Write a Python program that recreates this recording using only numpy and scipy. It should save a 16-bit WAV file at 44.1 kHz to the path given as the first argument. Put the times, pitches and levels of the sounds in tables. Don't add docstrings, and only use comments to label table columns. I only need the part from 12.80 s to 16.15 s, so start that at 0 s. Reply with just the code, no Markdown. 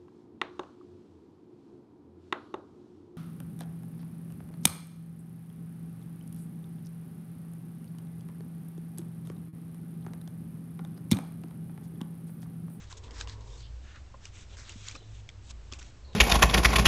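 import sys
import numpy as np
from scipy import signal
from scipy.fft import rfft, irfft
from scipy.io import wavfile
from scipy.ndimage import uniform_filter1d

SR = 44100
rng = np.random.default_rng(int(sys.argv[2]) if len(sys.argv) > 2 else 0)


def wav_out(sig):
    wavfile.write(sys.argv[1], SR, np.round(np.clip(np.atleast_2d(sig).T, -1, 1) * 32767).astype(np.int16))


def nominal_scale(level):
    x = np.asarray(level, float) / 20
    return 10 ** x


N = 147735
T = np.arange(N) / SR

# (start [s], length [s], level [dB], lowest frequency set ringing [Hz], rise share of length [0-1])
RUBS = [(-.02, 0.082, -55.5, 1490, 0.69), (0.096, 0.049, -53.5, 845, 0.32), (0.166, 0.023, -48, 3600, 0.46),
        (0.224, 0.063, -56, 2750, 0.32), (0.31, 0.029, -61, 2350, 0.11), (0.327, 0.13, -48, 1100, 0.53),
        (0.47, 0.096, -50, 2300, 0.16), (0.6, 0.24, -58, 2500, 0.85), (2.692, 0.024, -48, 1228, 0.9),
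        (1.42, 0.08, -55.5, 1500, 0.5), (1.513, 0.15, -54, 1910, 0.44), (1.683, 0.085, -56, 1800, 0.67),
        (1.765, 0.1, -51.5, 1020, 0.15), (1.83, 0.12, -51, 1100, 0.59), (1.895, 0.23, -53, 1893, 0.76),
        (2.038, 0.061, -51.5, 1100, 0.95), (2.147, 0.024, -62, 710, 0.35), (2.184, 0.23, -63.5, 3030, 1),
        (2.614, 0.11, -55.5, 5230, 0.81), (2.918, 0.069, -55, 1164, 0.29),
        (2.986, 0.028, -49.5, 2056, 0.094), (3.006, 0.031, -53, 1240, 0.4), (3.017, 0.11, -59, 2050, 0.38),
        (3.326, 0.049, -58, 2940, 0.21), (0.047, 0.14, -60.5, 3070, 0.51), (0.184, 0.017, -63, 3000, 0.59),
        (2.094, 0.12, -53, 1500, 0.084)]
# (centre [Hz], width [Hz], level [dB])
CARD_MODES = [(1100, 920, -9), (1695, 1020, 0.5), (2330, 510, -11), (3800, 1300, -1.5), (5660, 2370, -3.5),
              (7340, 5450, 5)]
# (time [s], firing rate [Hz], level [dB])
ENGINE_A = [(0.0, 101.5, -39), (0.294, 80.2, -55.5), (0.422, 89.2, -49), (0.596, 110.3, -44.5),
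            (0.98, 115.7, -58.5), (1.1, 114, -66)]
ENGINE_B = [(1.2, 81.9, -51), (1.326, 79.1, -56), (1.978, 97.87, -44.5), (2.272, 106.9, -48.5),
            (2.3, 105.9, -41.5), (2.442, 102.6, -48), (2.706, 89.9, -55), (2.95, 84, -46)]
# (time [s], frequency [Hz], level [dB])
DRONE = [(0.0, 58.6, -39), (0.12, 55.9, -46), (0.74, 54.73, -44.5), (1.02, 66.2, -40.5),
         (1.16, 66.2, -48.5), (1.41, 50.9, -55), (1.56, 56.4, -47.5), (2.2, 53.92, -51.5),
         (2.65, 57.96, -48.5), (3.0, 55, -44), (3.07, 54, -54), (3.19, 50, -55), (3.26, 58.8, -41),
         (3.35, 57, -50)]
# (frequency [Hz], density [dB per Hz])
AIR_SPECTRUM = [(110, -31), (180, -1), (302, -4.5), (760, -10.5), (1590, -14), (4060, -17.5), (7600, -20),
                (9880, -53), (16700, -120)]
# (time [s], peak [dB], low mode [Hz], high mode [Hz], T60 [s])
TICKS = [(0.1097, -39, 1600, 7400, 0.0072), (0.1166, -36, 1600, 6500, .006),
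         (0.1267, -30.5, 1050, 3500, .008), (0.174, -50, 4600, 6500, 0.011), (0.281, -44, 1000, 3500, .01),
         (.3085, -37, 2900, 4800, 0.012), (.315, -45, 3000, 5400, .012), (0.3436, -49, 4260, 6500, 0.014),
         (.381, -36, 2100, 7000, .016), (0.4032, -44, 1500, 3500, 0.0089),
         (0.4099, -23.5, 1600, 3900, 0.01), (0.4108, -26.5, 2600, 6800, .01),
         (0.4739, -30, 1000, 2800, 0.0088), (.483, -40, 5000, 7200, .014), (1.159, -43, 1520, 2700, .02),
         (1.4538, -30.5, 2900, 5770, 0.015), (1.445, -47, 1800, 5000, 0.018),
         (1.7693, -38, 1620, 6000, 0.014), (1.893, -32.5, 2690, 7000, 0.025),
         (1.921, -39, 3500, 5770, .011), (2.069, -38, 1500, 6000, 0.016), (2.0806, -33.5, 1300, 2600, .014),
         (2.084, -23, 4000, 6800, .013), (2.099, -42, 3000, 6800, 0.014), (2.1112, -35, 2370, 5800, .022),
         (2.12, -42, 2300, 4000, .01), (2.15, -50, 4000, 6500, 0.011), (2.152, -33, 1300, 2600, 0.025),
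         (2.16, -36, 1300, 5300, 0.021), (2.4903, -31, 2300, 3300, .012), (2.4994, -43, 2000, 3500, 0.018),
         (2.7063, -44, 1200, 6050, 0.013), (2.917, -41, 1200, 3000, 0.012), (2.923, -30, 3420, 5400, 0.013),
         (2.925, -31.5, 1200, 3420, 0.011), (2.935, -25.5, 2600, 4240, .008),
         (2.9435, -46, 1500, 4000, 0.0053), (2.9888, -43, 1000, 6060, 0.0073),
         (3.0275, -35.5, 2550, 5500, 0.017), (.6085, -47, 4000, 6300, .012)]
# (start [s], length [s], level [dB], hollow resonance
# 1 [Hz], hollow resonance 2 [Hz])
DRAGS = [(0.11, 0.494, -59, 400, 962), (0.22, 0.43, -60.5, 290, 893), (0.24, 0.31, -62.5, 1430, 1740),
         (1.03, 0.17, -61.5, 1540, 2700), (1.02, 0.19, -64, 3320, 5900), (0.97, 0.28, -70, 240, 650),
         (0.572, 0.26, -60.5, 423, 940), (1.4, 0.083, -67, 5800, 2840), (1.6, 0.034, -66, 6700, 7300),
         (1.5, 0.17, -70.5, 330, 2100), (2.141, 0.035, -53, 262, 468), (2.2, .035, -59.5, 370, 600),
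         (2.92, 0.028, -61, 460, 830), (2.98, 0.023, -60.5, 363, 660), (3.25, 0.56, -58.5, 494, 920),
         (1.7, 0.1, -65.5, 450, 680), (1.892, 0.026, -56.5, 2860, 7200), (1.88, .05, -66, 320, 1140),
         (1.4, 0.086, -68, 1530, 770), (1.14, .045, -61, 1560, 2500), (2, .12, -64, 3900, 3200),
         (2.69, .025, -60, 3000, 6000), (.81, .08, -60.5, 3400, 4200), (.605, .03, -66, 3900, 1000),
         (2.33, .09, -66, 3000, 6500)]
# (time [s], peak [dB], body mode 1 [Hz], body mode 2 [Hz], T60 [s])
TAPS = [
    (1.3415, -44, 560, 1035, 0.051),
    (2.924, -46.5, 267, 348, 0.059),
    (1.957, -46.5, 195, 220, 0.061),
    (.4085, -45.5, 1700, 1300, 0.038),
]
# (start [s], length [s], level [dB], from [Hz], to [Hz])
TWITTER = [(0.668, 0.015, -68, 3740, 4070), (.695, 0.033, -70, 3250, 3380), (0.72, 0.062, -70, 3680, 3800),
           (0.773, 0.035, -64.5, 4250, 4680), (0.797, 0.025, -66.5, 4410, 3600),
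           (0.812, 0.031, -68, 3030, 3670), (0.846, 0.035, -72.5, 3236, 2960),
           (2.167, 0.028, -64, 3675, 4160), (2.201, 0.015, -66, 3030, 3100),
           (2.218, 0.024, -67.5, 3660, 3610), (3.242, 0.024, -64, 4270, 4207),
           (3.276, 0.017, -64, 3920, 3800), (3.28, 0.091, -71.5, 4070, 3690)]

GRAIN_DB, GRAIN_S, FIBRE_PATCHY_DB = 1.6, .0003, 1.2
GRIP_SHIFT_SHARE, GRIP_DB, FLAT_DB = .04, 1.2, -1
ROAD_DB, ROAD_LO_HZ, ROAD_HI_HZ, SUB_DB = -54.5, 44, 116.8, -57
AIR_DB, AIR_SWELL_DB = -60.5, .5
CRACK_DB, SLIP_DB, SLIP_SHARE, TICK_Q = -6, -1, .15, 7.5
TICK_TAIL_DB, TICK_TAIL_T60_S = -25, .06
DRAG_PATCHY_DB, DRAG_EDGE_POWER = 1.2, .45
TAP_FILL_DB, BIRD_ECHO_DB = -4, 0
HIT_SAMPLES = 4096
MIC_TOP_HZ, MIC_OFFSET = 8510, .0014


def unit(x):
    return x / np.sqrt(np.mean(x ** 2))


def band(x, lo_hz, hi_hz, order=2):
    sos = signal.butter(order, [lo_hz, min(hi_hz, .45 * SR)], "band", fs=SR, output="sos")
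    return signal.sosfilt(sos, x)


def resonate(x, hz, q):
    return signal.lfilter(*signal.iirpeak(hz, q, fs=SR), x)


def decay(t, t60_s):
    return np.exp(-np.log(1000) * t / t60_s)


def walk(rate_hz):
    hold = int(SR / rate_hz)
    steps = np.repeat(rng.standard_normal(N // 20), hold)[:N]
    return 1.228 * uniform_filter1d(uniform_filter1d(steps, hold), hold)


def swell(start_s, length_s, rise):
    a = max(int(start_s * SR), 0)
    b = min(int((start_s + length_s) * SR), N)
    u = (T[a:b] - start_s) / length_s
    rise = np.clip(rise, .02, .98)
    ramp = np.clip(np.minimum(u / rise, (1 - u) / (1 - rise)), 0, 1)
    return a, b, np.sin(np.pi / 2 * ramp)


def fibres():
    hold = max(int(GRAIN_S * SR), 4)
    size = np.repeat(rng.exponential(size=N // 4), hold)[:N]
    level_db = GRAIN_DB * size + FIBRE_PATCHY_DB * walk(150)
    return unit(rng.standard_normal(N) * nominal_scale(level_db))


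def rubs():
    out, slip = np.zeros(N), fibres()
    mode_hz, width_hz, mode_db = np.array(CARD_MODES).T
    grips = rng.standard_normal((len(RUBS), 2, len(CARD_MODES)))
    for (start_s, length_s, db, low_hz, rise), (shift, gain) in zip(RUBS, grips):
        a, b, env = swell(start_s, length_s, rise)
        high_pass = signal.butter(2, low_hz, "high", fs=SR, output="sos")
        x = signal.sosfilt(high_pass, slip[a:b])
        grip_hz = mode_hz * (1 + GRIP_SHIFT_SHARE * shift)
        grip_db = mode_db + GRIP_DB * gain - 10 * np.log10(width_hz / 1000)
        ring = np.zeros(b - a)
        for k, hz in enumerate(grip_hz):
            ring += (-1) ** k * nominal_scale(grip_db[k]) * resonate(x, hz, hz / width_hz[k])
        flat = nominal_scale(FLAT_DB) * unit(band(x, 740, 12000, order=1))
        out[a:b] += nominal_scale(db) * env * unit(unit(ring) + flat)
    return out


def engine(curve, wobble_share, flutter_db):
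    s, hz, db = np.array(curve).T
    edge = np.clip(np.minimum(T - s[0] + 0.097, s[-1] + 0.13 - T) / 0.3, 0, 1)
    cycles = np.cumsum(np.interp(T, s, hz) * (1 + wobble_share * walk(11))) / SR
    level_db = np.interp(T, s, db) - 0.5 + flutter_db * walk(16)
    return edge * nominal_scale(level_db) * np.sin(2 * np.pi * cycles)


def traffic():
    rumble = unit(band(rng.standard_normal(N), ROAD_LO_HZ, ROAD_HI_HZ, order=5))
    road = nominal_scale(ROAD_DB + 1.4 * walk(3.4)) * rumble
    sub = nominal_scale(SUB_DB) * unit(band(rng.standard_normal(N), 14, 69))
    engines = engine(ENGINE_A, 0.02, 1.3) + engine(ENGINE_B, 0.014, 3.7) + engine(DRONE, 0.0702, 3.75)
    return engines + road + sub


def air():
    hz, db = np.array(AIR_SPECTRUM)[1:-2].T
    f = np.arange(N // 2 + 1) * SR / N + 1e-3
    gain = nominal_scale(np.interp(np.log(f), np.log(hz), db))
    gain = gain * np.clip(f / 110, 0, 1) ** 3 * (f < 9500)
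    hiss = unit(irfft(rfft(rng.standard_normal(N)) * gain, N))
    return nominal_scale(AIR_DB + AIR_SWELL_DB * walk(7.1)) * hiss


def ticks():
    out, t = np.zeros(N + HIT_SAMPLES), T[:HIT_SAMPLES]
    noise = rng.standard_normal((len(TICKS), 2, HIT_SAMPLES))
    chance = rng.random((len(TICKS), HIT_SAMPLES))
    for (s, db, low_hz, high_hz, t60_s), (x, rustle), u in zip(TICKS, noise, chance):
        after_slips = nominal_scale(SLIP_DB) * x * (u < SLIP_SHARE) * decay(t, t60_s)
        push = after_slips + (t == 0)
        ring = unit(resonate(push, low_hz, TICK_Q)) + unit(resonate(push, high_hz, TICK_Q))
        hit = ring + nominal_scale(CRACK_DB) * unit(band(push, 0.6 * low_hz, 9000, order=1))
        tail = unit(band(rustle, low_hz, 7900, order=1)) * decay(t, TICK_TAIL_T60_S)
        i = int(s * SR)
        out[i:i + HIT_SAMPLES] += nominal_scale(db) * (hit / np.abs(hit).max() + nominal_scale(TICK_TAIL_DB) * tail)
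    return out[:N]


def drags():
    out = np.zeros(N)
    slip = rng.standard_normal(N) * nominal_scale(DRAG_PATCHY_DB * walk(40))
    for start_s, length_s, db, hz_1, hz_2 in DRAGS:
        a, b, env = swell(start_s, length_s, 0.4)
        hollow_1 = unit(band(slip[a:b], hz_1 / 1.194, hz_1 * 1.22))
        hollow_2 = unit(band(slip[a:b], hz_2 / 1.07, hz_2 * 1.152))
        out[a:b] += nominal_scale(db) * env ** DRAG_EDGE_POWER * (hollow_1 + 0.59 * hollow_2)
    return out


def taps():
    out, t = np.zeros(N + HIT_SAMPLES), T[:HIT_SAMPLES]
    noise = rng.standard_normal((len(TAPS), HIT_SAMPLES))
    for (s, db, hz_1, hz_2, t60_s), x in zip(TAPS, noise):
        modes = np.sin(2 * np.pi * hz_1 * t) + np.sin(2 * np.pi * hz_2 * t)
        thud = unit(band(x, 0.49 * min(hz_1, hz_2), 1.22 * max(hz_1, hz_2)))
        env = decay(t, t60_s) * np.minimum(t / 0.001, 1)
        i = int(s * SR)
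        out[i:i + HIT_SAMPLES] += nominal_scale(db) * (modes + nominal_scale(TAP_FILL_DB) * thud) * env
    return out[:N]


def bird():
    out, waver, rasp = np.zeros(N), walk(200), walk(700)
    for start_s, length_s, db, from_hz, to_hz in TWITTER:
        a, b, env = swell(start_s, length_s, 0.36)
        hz = np.linspace(from_hz, to_hz, b - a) * (1 + 0.025 * waver[a:b])
        whistle = np.sin(2 * np.pi * np.cumsum(hz) / SR)
        out[a:b] += nominal_scale(db + 6.5) * env * (.5 + rasp[a:b]) * whistle
    echo = rng.standard_normal(6000) * decay(T[:6000], 0.46)
    echo = echo / np.sqrt(np.sum(echo ** 2))
    return out + nominal_scale(BIRD_ECHO_DB) * signal.fftconvolve(out, echo)[:N]


def scene():
    return np.array([rubs() + traffic() + air() + ticks() + drags() + taps() + bird()])


def top_cut(x):
    return signal.sosfilt(signal.butter(12, 8990, fs=SR, output="sos"), x)


def record(dry):
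    x = signal.sosfilt(signal.butter(6, MIC_TOP_HZ, fs=SR, output="sos"), dry)
    x = signal.sosfilt(signal.cheby2(10, 50, 9300, fs=SR, output="sos"), x)
    return top_cut(x + MIC_OFFSET)


dry = scene()
out = record(dry)
wav_out(out)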